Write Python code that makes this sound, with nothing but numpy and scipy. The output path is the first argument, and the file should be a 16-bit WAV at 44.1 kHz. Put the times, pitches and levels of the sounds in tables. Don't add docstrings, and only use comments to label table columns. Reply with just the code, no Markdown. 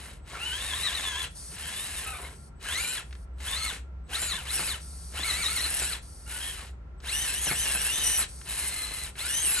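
import sys
import numpy as np
from scipy import signal
from scipy.fft import rfft, irfft, next_fast_len
from scipy.io import wavfile

SR = 44100
rng = np.random.default_rng(int(sys.argv[2]) if len(sys.argv) > 2 else 0)


def bounce(signal):
    frames = np.transpose(np.atleast_2d(signal))
    limited = np.clip(frames, -1, 1)
    pcm = np.round(limited * 32767).astype(np.int16)
    wavfile.write(sys.argv[1], SR, pcm)


N = 423360
TIME = np.arange(N) / SR
SIZE = next_fast_len(N + SR // 2)
BINS = np.maximum(np.arange(SIZE // 2 + 1) * SR / SIZE, 1)

PINION_TEETH = 20
BACKLASH, RUNOUT = .16, .26
BREAK_HZ = 55


def from_db(db):
    return 10 ** (np.asarray(db) / 20)


def rms_one(x):
    return x / np.sqrt(np.mean(x ** 2) + 1e-20)


def over_bins(points):
    hz, value = np.transpose(points)
    return np.interp(np.log(BINS), np.log(hz), value)


def shaped(x, gain):
    return irfft(rfft(x, SIZE) * gain, SIZE)[..., :N]


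def coloured(x, points):
    return shaped(x, from_db(over_bins(points)))


def drift(rate_hz, order=32):
    coarse = TIME[::order]
    hz = np.arange(len(coarse) // 2 + 1) * SR / N
    spectrum = rfft(rng.standard_normal(len(coarse))) / (1 + (hz / rate_hz) ** 2)
    slow = irfft(spectrum, len(coarse))
    return np.interp(TIME, coarse, rms_one(slow))


def switched(rows, ramp_s):
    total = 0
    for start, end, db in rows:
        edge_distance = np.minimum(TIME - start, end - TIME)
        total = total + from_db(db) * np.clip(edge_distance / ramp_s + .5, 0, 1)
    return total


def wide_noise(spread_db):
    common = rng.standard_normal(N)
    difference = from_db(spread_db) * rng.standard_normal(N)
    return common + difference * [[1], [-1]]


def throttle(fade_s):
    # start and end in seconds, offset of the brush sizzle in dB.
    bursts = [(-.05, .19, 3), (0.249, 1.304, -2.5), (1.499, 2.1, 1.5), (2.021, 2.379, 6.5),
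              (2.599, 3.052, -1), (3.38, 3.819, 0), (4.079, 4.51, -1), (4.405, 4.82, 1.5),
              (5.11, 6.013, -0.2), (6.25, 6.723, 2), (7.015, 8.278, -0.6), (8.44, 9.124, 3),
              (9.15, 9.651, 1.5)]
    # time in seconds, nominal tooth rate of the pinion in Hz, load in dB before its
    # flutter, offset of whine over rasp in dB.
    motor = [
        [(0.0, 1005, 3.5, -9), (0.09, 846, 1.5, -3)],
        [(0.3, 1082, 2.5, -4), (0.37, 1095, 2.5, 1), (0.41, 1343, 2, -3), (0.475, 1539, 2, -12),
         (0.505, 1445, 3, -5), (0.54, 1581, 3.5, -4), (0.655, 1870, 3.5, -7), (0.7, 1802, 4, -5),
         (0.735, 1633, 4.5, 0), (0.775, 1987, 2, -5), (0.8, 1759, 3.5, -3), (0.825, 1927, 2.5, -8),
         (0.86, 2032, 1.5, 2.5), (0.907, 1540.0, 7, -5.5), (0.952, 2006, 1.5, -1), (1.0, 1676, 4, -1),
         (1.025, 1960, 2.5, -9), (1.065, 1702, 6, 0), (1.105, 1730, -0.5, 3.5), (1.145, 1580, 3, 3),
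         (1.19, 1731, 3.5, -1.5), (1.24, 1673, 4, -1)],
        [(1.615, 1500, 3.5, -14.5), (1.71, 1665, 2, -10), (1.79, 1767, 1.5, -7), (1.85, 1943, -1, -11),
         (1.92, 2003, -0.5, -22), (1.99, 1780.0, 2, -8), (2.047, 1545, 1.5, -11)],
        [(2.065, 1281, 3.5, 3), (2.12, 1291, -2, 4), (2.14, 1196, -2.5, 9.5), (2.175, 1207, -2, 5.5),
         (2.215, 883, 4, 0), (2.26, 1093, -2.5, 6)],
        [(2.65, 1381.0, 4.5, -13), (2.725, 1726, 4, 1.5), (2.804, 2343, 1, -3.5), (2.949, 2508, -1.5, -1.5),
         (2.979, 1725, 2, -2.5)],
        [(3.446, 1153, 4.5, -10), (3.487, 1756, 1, -0.5), (3.546, 1801, 4.5, -3), (3.59, 2200, -1, 0),
         (3.625, 2101, -1.5, 3.5), (3.654, 2227, 2, 1), (3.693, 1955, -1, 3.5), (3.725, 1187, 7.5, -6.5)],
        [(4.13, 1491, 2.5, 0), (4.16, 2033, 5.5, -4.5), (4.21, 2516, -1.5, -3), (4.23, 2422, 4.5, -10),
         (4.255, 2498, 0, -8), (4.304, 2211, -1.5, 2.5), (4.34, 1650, 3, 1), (4.365, 1853, 1.5, 0),
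         (4.39, 1500.0, 0, -1)],
        [(4.465, 1152, 4, -1.5), (4.485, 1606, 2, -3.5), (4.51, 2073, -2, 3.5), (4.535, 2613, 0.5, -9),
         (4.566, 2855, 0, -4), (4.61, 2104, 4, -2), (4.66, 2720, -1, -2), (4.7, 2108, 2, -5.5),
         (4.745, 1515, 0.5, 0.5)],
        [(5.19, 1588, 5, -3.5), (5.225, 1844, 0.5, -2.5), (5.255, 2300.0, 1, -1), (5.29, 2118, 3, 0.5),
         (5.325, 1898, 6, -4.5), (5.36, 2040, 1, 2.5), (5.385, 2291, 2.5, -3.5), (5.418, 2293, -2.5, 4.5),
         (5.448, 1828, 6.5, 2.5), (5.475, 1932, 4, 0.5), (5.5, 2222, 0.5, 0), (5.515, 2130, 3.5, -1),
         (5.535, 2412, -0.5, -4), (5.57, 2110, 3.5, -1), (5.595, 1828, 4.5, -1), (5.625, 2202, 2.5, -8),
         (5.652, 1995, 4.5, -4), (5.695, 2608, 0, -4), (5.795, 2914, 1.5, -8), (5.835, 2297, 3.5, -2),
         (5.893, 2836, -2.5, -2), (5.935, 2017, 1.5, -1.5)],
        [(6.262, 1364, -13.5, 5), (6.31, 1445, 3, -12), (6.39, 1480, 0, -4), (6.43, 1620, 2.5, -13),
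         (6.48, 1830, 0, -19), (6.55, 1466, 0, -11), (6.61, 1175, 1.5, -6)],
        [(7.085, 1783, 2.5, -1.5), (7.135, 2802, -1, 4), (7.215, 3113, -1.5, 1), (7.26, 2886, 2, -3),
         (7.295, 2580, 1, 1), (7.34, 2634, 2, -2), (7.385, 3083, -2, -3.5), (7.448, 3443, 0, -9.5),
         (7.485, 2735, 1, 4), (7.516, 2053, 2, 1), (7.56, 2800, -0.5, 1), (7.622, 3164, 0, -4),
         (7.655, 2800, 4, -7), (7.735, 2718, 3.5, 0), (7.762, 2513, -1, 6.5), (7.818, 2936, 0.5, -2.5),
         (7.86, 2644, 4, -3), (7.915, 2876, 1, -5), (7.95, 3063, 1.0, -3), (8.02, 3057, 1, -5.5),
         (8.045, 2948, 4, -7), (8.17, 2975, 2, -4), (8.195, 2597, 2, -10), (8.225, 2090, 5.5, -5)],
        [(8.49, 1898, 0, -11), (8.6, 2052, 2.5, -30), (8.7, 2105, 0, -12), (8.82, 2032, -1, -5),
         (8.98, 2070, -2.5, -9), (9.05, 1984, -1.5, -7)],
        [(9.205, 2007, 1.5, -3), (9.27, 2470, -1, 2.5), (9.295, 2810, -2.5, 5), (9.35, 3046, -1, 1.5),
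         (9.43, 3180.0, 0, -5), (9.465, 2780.0, 3, -6), (9.51, 2596, 3.5, -8), (9.59, 2369, 2.5, 1.5)],
    ]
    crawl_hz, coast_load_db = 498.9, -0.5
    coast_whine_db = -7
    mesh_hz, running = np.full(N, float(crawl_hz)), np.zeros(N)
    load_db, sizzle_db, whine_db = np.zeros((3, N))
    for (start, end, sizzle), rows in zip(bursts, motor):
        s, hz, load, whine = np.transpose(rows)
        whole_burst = [start, *s, end]
        speed = np.interp(TIME, whole_burst, [crawl_hz, *hz, crawl_hz])
        on = speed > mesh_hz
        mesh_hz[on] = speed[on]
        load_db[on] = np.interp(TIME[on], [*s, end], [*load, coast_load_db])
        sizzle_db[on] = sizzle
        whine_db[on] = np.interp(TIME[on], whole_burst, [coast_whine_db, *whine, coast_whine_db])
        running = np.maximum(running, switched([(start, end, 0)], fade_s))
    return mesh_hz, load_db, sizzle_db, whine_db, running


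def with_speed(mesh_hz, knee_hz, power):
    return 1 / np.hypot(1, (knee_hz / mesh_hz) ** power)


def backlash_shake(mesh_hz, load_db):
    smooth_hz = 1500
    slack = BACKLASH * np.clip(smooth_hz / mesh_hz, 1, 2) ** 4
    slack += .06 * (mesh_hz / 3000) ** 2
    return slack * from_db(.6 * load_db)


def gear_whine(teeth, wobble, slack):
    orders = [.61, 1, 1.22, 1.61, 2, 3, 3.7, 4]
    tone_db = [-6, -2, -11, -11, -0.5, -13, -18, -17]
    shakes = [2.3, 1.7, 3.2, 3.8, 2.7, 3.6, 5, 5]
    # frequency in Hz, gain in dB.
    housing = [(500, 1.5), (800, -5.5), (1030, -3), (1200, -6), (1480, 2), (1800, -6), (2150, -2.5),
               (2450, -6), (2900, 0), (3400, 1.5), (3750, 2), (4100, 5), (4500, -6.5), (5150, -17),
               (5500, -8.5), (6000, -0.5), (6600, 2), (7300, 3.5), (8600, 7.5), (9800, 5.5), (10900, 5),
               (13000, -31)]
    break_db = 3.8
    turn = 2 * np.pi * teeth / PINION_TEETH
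    mesh = 2 * np.pi * teeth + wobble * np.sin(turn)
    tones = 0
    for order, db, shake in zip(orders, tone_db, shakes):
        level = from_db(db + break_db * np.minimum(drift(BREAK_HZ), 2))
        tones = tones + level * np.sin(order * mesh + slack * shake * drift(170))
    throb = 1 + .22 * np.cos(turn)
    return coloured(throb * tones, housing)


def once_a_turn(teeth, sharpness):
    turn = 2 * np.pi * teeth / PINION_TEETH
    return rms_one(np.exp(sharpness * np.cos(turn)) + np.exp(sharpness * np.cos(2 * turn)))


def worn_teeth(x, teeth, memory):
    turn_ago = np.interp(teeth - PINION_TEETH, teeth, TIME)
    repeated = np.array([np.interp(turn_ago, TIME, side) for side in x])
    return (x + memory * repeated) / np.hypot(1, memory)


def gear_rasp(teeth, bite, uneven_db):
    # frequency in Hz, gain in dB.
    gearbox = [(100, -3.5), (250, -6), (700, -4.5), (1050, -1.5), (1250, -3.5), (1800, 4), (2350, 1.5),
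               (2850, 6), (3500, -2), (3870, 2.5), (4070, 3), (4300, -2), (4700, -3.5), (6000, -6.5),
               (9000, -3), (15000, -58)]
    strength = from_db(uneven_db * rng.standard_normal(N))[teeth.astype(int)]
    pulses = np.exp(bite * np.cos(2 * np.pi * teeth))
    scrape = strength * pulses * wide_noise(spread_db=-23.0)
    return rms_one(coloured(scrape * once_a_turn(teeth, sharpness=0.073), gearbox))


def swells(teeth, ramp_s):
    # start and end in seconds, multiple of the tooth rate,
    # mean level in dB before the flutter.
    strained = [(0.411, 0.563, 2, -38.5), (0.821, .88, 2, -34), (1.06, 1.25, 1, -52.5),
                (1.625, 1.7, 2, -50), (2.049, 2.13, 1, -52), (2.735, 2.86, 1, -40), (2.76, 2.92, 3, -46),
                (4.195, 4.306, 3, -40), (4.274, 4.387, 1, -51), (4.53, 4.6, 2, -47), (4.675, 4.725, 2, -39),
                (5.239, 5.47, 1, -43), (5.275, 5.315, 2, -42), (5.433, 5.465, 3, -43),
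                (5.558, 5.595, 2, -39), (5.575, 5.609, 1, -38), (5.582, 5.61, 3, -44),
                (5.617, 5.662, 2, -38), (5.794, 5.871, 3, -42), (6.435, 6.51, 1, -51),
                (7.599, 7.645, 2, -38), (7.625, 7.708, 1, -38), (7.63, 7.75, 3, -46),
                (7.877, 7.925, 1, -35), (8.037, 8.175, 2, -35.5), (8.04, 8.2, 1, -43),
                (8.039, 8.151, 3, -34.5), (8.581, 8.8, 2, -52), (8.62, 9.04, 1, -52.5),
                (9.345, 9.388, 2, -39), (9.44, 9.5, 1, -38.5), (9.515, 9.612, 3, -39.5)]
    runout = RUNOUT * np.sin(2 * np.pi * teeth / PINION_TEETH)
    mesh = 2 * np.pi * teeth + runout + BACKLASH * drift(170)
    flutter = from_db(3 * drift(BREAK_HZ))
    tones = sum(switched([(a, b, db)], ramp_s) * np.cos(round(k) * mesh) for a, b, k, db in strained)
    return np.sqrt(2) * flutter * tones


def brush_sizzle(teeth, flicker_db, wander_db):
    # frequency in Hz, gain in dB.
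    brushes = [(1500, -40), (4000, -19), (5200, -9.5), (6300, -13), (7000, -8), (8400, -1.5), (9200, 1.5),
               (10000, 7.5), (10900, 7), (11700, -8.5), (12600, -17.5), (14300, -20), (15200, -38.5)]
    contact = from_db(flicker_db * drift(37) + wander_db * drift(9))
    sparks = wide_noise(spread_db=-67) * once_a_turn(teeth, sharpness=0.27) * contact
    return rms_one(coloured(sparks, brushes))


def squeals_and_growls(teeth, ramp_s, throb):
    # start and end in seconds, mean pitch in Hz,
    # pitch scatter in Hz, relative level in dB.
    strained_tones = [(0.343, 0.37, 1395, 201, -49), (2.648, 2.719, 1559, 158.6, -50.5),
                      (2.794, 2.951, 4070, 129.7, -54), (2.804, 2.94, 2870, 129.8, -53),
                      (4.225, 4.375, 4058, 69.9, -51.5), (6.411, 6.52, 3254, 109.6, -50.5),
                      (7.472, 7.54, 10940, 250.1, -41.5), (7.499, 7.535, 2090, 222.4, -44),
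                      (7.738, 7.766, 10880, 250.8, -37), (7.8, 7.881, 10870, 245, -45),
                      (7.922, 7.971, 3550, 120.3, -47.5), (7.972, 8.047, 3783, 119.1, -49),
                      (8.171, 8.213, 10700, 230, -34.5), (8.178, 8.212, 7750, 159.6, -44),
                      (9.418, 9.48, 8750, 329.8, -39.5), (9.445, 9.551, 10800, 220.4, -36),
                      (9.553, 9.61, 4076, 110, -50)]
    unsteady = drift(300)
    tones = 0
    for start, end, hz, scatter_hz, db in strained_tones:
        phase = 2 * np.pi * np.cumsum(hz + scatter_hz * unsteady) / SR
        tones = tones + switched([(start, end, db)], ramp_s) * np.sin(phase)
    rotor = 1 + throb * np.cos(2 * np.pi * teeth / PINION_TEETH)
    return from_db(8.5) * np.sqrt(2) * tones * rotor


def contacts(rows, colour, decay_s):
    envelope = np.zeros(N)
    age = TIME[:SR // 5]
    for s, db in rows:
        at = int(s * SR)
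        envelope[at:at + len(age)] += (from_db(db) * np.exp(-age / decay_s))[:N - at]
    return envelope * rms_one(coloured(rng.standard_normal(N), colour))


def tyre_bumps():
    # time in seconds, relative level in dB.
    bumps = [(0.327, -44), (0.992, -36.5), (4.222, -34), (4.334, -39), (4.564, -40), (4.594, -27.5),
             (4.624, -37), (5.192, -33.5), (5.39, -33), (5.711, -37), (5.819, -33), (7.468, -30.5),
             (7.512, -26), (7.527, -47), (7.75, -30), (7.983, -35), (8.187, -31.5), (8.911, -37.5)]
    # frequency in Hz, gain in dB.
    knock_colour = [(50, -3), (140, 11.5), (300, 9), (600, 7.5), (1100, 10), (2200, 5.5), (4500, -43.5),
                    (12000, -55)]
    # frequency in Hz, gain in dB.
    thud_colour = [(50, -8.5), (130, -3), (190, -7), (300, -15.5), (800, -46), (3000, -72)]
    knock = from_db(-4.5) * contacts(bumps, knock_colour, decay_s=0.015)
    thud = from_db(-20.0) * contacts(bumps, thud_colour, decay_s=0.082)
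    return knock + thud


def link_and_gear_ticks():
    # time in seconds, relative level in dB.
    ticks = [(3.109, -35), (3.1275, -27.5), (3.1517, -33), (3.4033, -28.5), (4.0932, -34), (7.003, -33.5),
             (8.4137, -27.5), (9.1551, -29)]
    # frequency in Hz, gain in dB.
    tick_colour = [(300, -22), (1400, 8.5), (2800, 6), (5000, -0.5), (7000, -5), (13000, -44), (15000, -62)]
    return from_db(-14.5) * contacts(ticks, tick_colour, decay_s=0.0049)


def grit_snaps():
    # time in seconds, relative level in dB.
    grit = [(1.991, -28), (2.014, -32), (4.218, -21.5), (6.277, -37), (6.387, -28), (7.627, -21.5),
            (7.849, -22), (7.864, -28), (9.037, -25), (9.061, -32), (9.092, -36)]
    # frequency in Hz, gain in dB.
    grit_colour = [(1000, -19), (4000, -8), (7000, -8), (10500, 7), (13000, -25), (15000, -40)]
    return from_db(-3.0) * contacts(grit, grit_colour, decay_s=0.002)


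def servo(pulse_hz, depth):
    # start and end in seconds, level in dB.
    steering = [(1.3, 1.37, -55.5), (1.36, 1.56, -43.5), (2.3, 2.49, -57), (3.04, 3.25, -61.5),
                (4.8, 5.15, -47.5), (6.02, 6.29, -51.5), (8.28, 8.47, -48), (9.08, 9.17, -61)]
    # frequency in Hz, gain in dB.
    servo_colour = [(400, -11.5), (1800, -11), (2800, -15), (4100, -8), (4700, 1.5), (5100, -9), (5700, 1),
                    (6100, -7), (6550, -4), (7000, -8), (8300, -1), (9200, 6), (10600, 6.5), (12200, -21.5),
                    (13500, -59)]
    phase = 2 * np.pi * np.cumsum(pulse_hz * (1 + 0.067 * drift(15.0))) / SR
    rattle = np.exp(depth * np.cos(phase)) * rng.standard_normal(N)
    return switched(steering, ramp_s=0.02) * rms_one(coloured(rattle, servo_colour))


def windings(ramp_s):
    # start and end in seconds, frequency in Hz, level in dB.
    singing = [(0.223, 0.444, 7960, -64), (2.18, 2.42, 8060, -60), (2.558, 2.66, 7968, -69),
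               (3.336, 3.431, 7950, -74), (4.039, 4.118, 8000, -75), (6.66, 6.738, 7050, -72),
               (6.983, 7.063, 7960, -65)]
    return sum(switched([(a, b, db)], ramp_s) * np.sin(2 * np.pi * hz * TIME) for a, b, hz, db in singing)


def truck_sound():
    mesh_hz, load_db, sizzle_db, whine_db, running = throttle(fade_s=0.06)
    grip = drift(25.15)
    load_db = load_db + 0.67 * grip
    teeth = np.cumsum(mesh_hz * (1 - .009 * grip)) / SR
    slack = backlash_shake(mesh_hz, load_db)
    rasp = running * from_db(-37.5 + load_db) * with_speed(mesh_hz, knee_hz=2004, power=2.07)
    whine = rasp * from_db(2.55 + whine_db)
    sizzle = running * from_db(-27.5 + sizzle_db + load_db) * with_speed(mesh_hz, knee_hz=3146, power=2.57)
    truck = rasp * worn_teeth(gear_rasp(teeth, bite=0.98, uneven_db=2.0), teeth, memory=0.18)
    truck += whine * gear_whine(teeth, wobble=RUNOUT, slack=slack)
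    truck += sizzle * worn_teeth(brush_sizzle(teeth, flicker_db=2.0, wander_db=0.8), teeth, memory=0.11)
    truck += swells(teeth, ramp_s=0.012)
    truck += squeals_and_growls(teeth, ramp_s=0.0099, throb=.35)
    truck += tyre_bumps() + link_and_gear_ticks() + grit_snaps()
    truck += servo(pulse_hz=308, depth=0.25) + windings(ramp_s=0.019)
    return truck


def at_microphone(x, decay_s):
    # frequency in Hz, lead of the left in radians.
    port_phase = [(100, 0), (2000, 0), (3000, 1.3), (5600, 1.25), (6900, -.3), (7500, 1.1), (8400, 0),
                  (8750, -.15), (10200, -3.14), (11000, -4.4), (11600, -6.2), (12600, -6.3), (13500, -9.4),
                  (14250, -9.5), (15000, -12.5)]
    # frequency in Hz, left over right in dB.
    port_balance = [(100, 1), (1000, 1.6), (3000, 1), (4700, 5.5), (7100, 6.5), (8000, 3), (8700, -0.5),
                    (15000, 0.5)]
    # frequency in Hz, level in dB.
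    scatter = [(200, -14), (2000, -6.5), (3500, -9), (5000, -10.5), (6500, -9), (8300, -3), (12000, -49.5)]
    age = TIME[:SR // 6]
    echoes = rng.standard_normal((2, len(age))) * np.exp(-age / decay_s) * (age > .002)
    echoes /= np.sqrt(np.sum(echoes ** 2, axis=1, keepdims=True))
    direct = np.exp(.5j * over_bins(port_phase) * [[1], [-1]])
    balance = from_db(.5 * over_bins(port_balance) * [[1], [-1]])
    return shaped(x, balance * (direct + from_db(over_bins(scatter)) * rfft(echoes, SIZE)))


def far_engine(throb_db):
    # time in seconds, frequency in Hz before its waver, mean level in dB.
    engine = [(0.0, 66, -45), (2.65, 74, -50.5), (3.1, 62, -42), (5.8, 66, -39), (6.1, 60, -45),
              (7.7, 60, -43.5), (9.6, 60, -56)]
    s, hz, level_db = np.transpose(engine)
    phase = 2 * np.pi * np.cumsum(np.interp(TIME, s, hz)) / SR + drift(4.2)
    return from_db(np.interp(TIME, s, level_db) + throb_db * drift(4.2)) * np.sin(phase)


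def steady_hums():
    # centre frequency in Hz, width in Hz, level in dB.
    hum_rows = [(62.3, 7.5, -60.5), (66.2, 1.3, -53.5), (157.9, 4.4, -65), (384.4, 10, -71.5),
                (1365, 53, -70)]
    total = 0
    for hz, width_hz, db in hum_rows:
        resonance = 1 / (1 + (2 * (BINS - hz) / width_hz) ** 2)
        total = total + from_db(db) * rms_one(shaped(rng.standard_normal(N), resonance))
    return total


def yard_wash(side_db):
    # frequency in Hz, gain in dB.
    yard = [(20, -26), (33, -33.5), (45, 2.5), (75, -0.5), (95, -8.5), (160, -12), (250, -20.5),
            (500, -25.5), (1000, -30), (2000, -38.5), (4000, -52.5), (8000, -60), (15000, -75.5)]
    mid, side = from_db(-47.5) * rms_one(coloured(rng.standard_normal((2, N)), yard))
    side = coloured(side, [(60, -16.5), (250, -5.0), (1000, 3.5)])
    return mid + from_db(side_db) * side * [[1], [-1]]


def scene():
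    neighbourhood = far_engine(throb_db=1.5) + steady_hums() + yard_wash(side_db=-2.5)
    return at_microphone(truck_sound(), decay_s=0.035) + neighbourhood


def record(dry):
    cutoff_hz = 15300
    return signal.sosfilt(signal.ellip(10, .1, 80, cutoff_hz, fs=SR, output="sos"), dry)


dry = scene()
out = record(dry)
bounce(out)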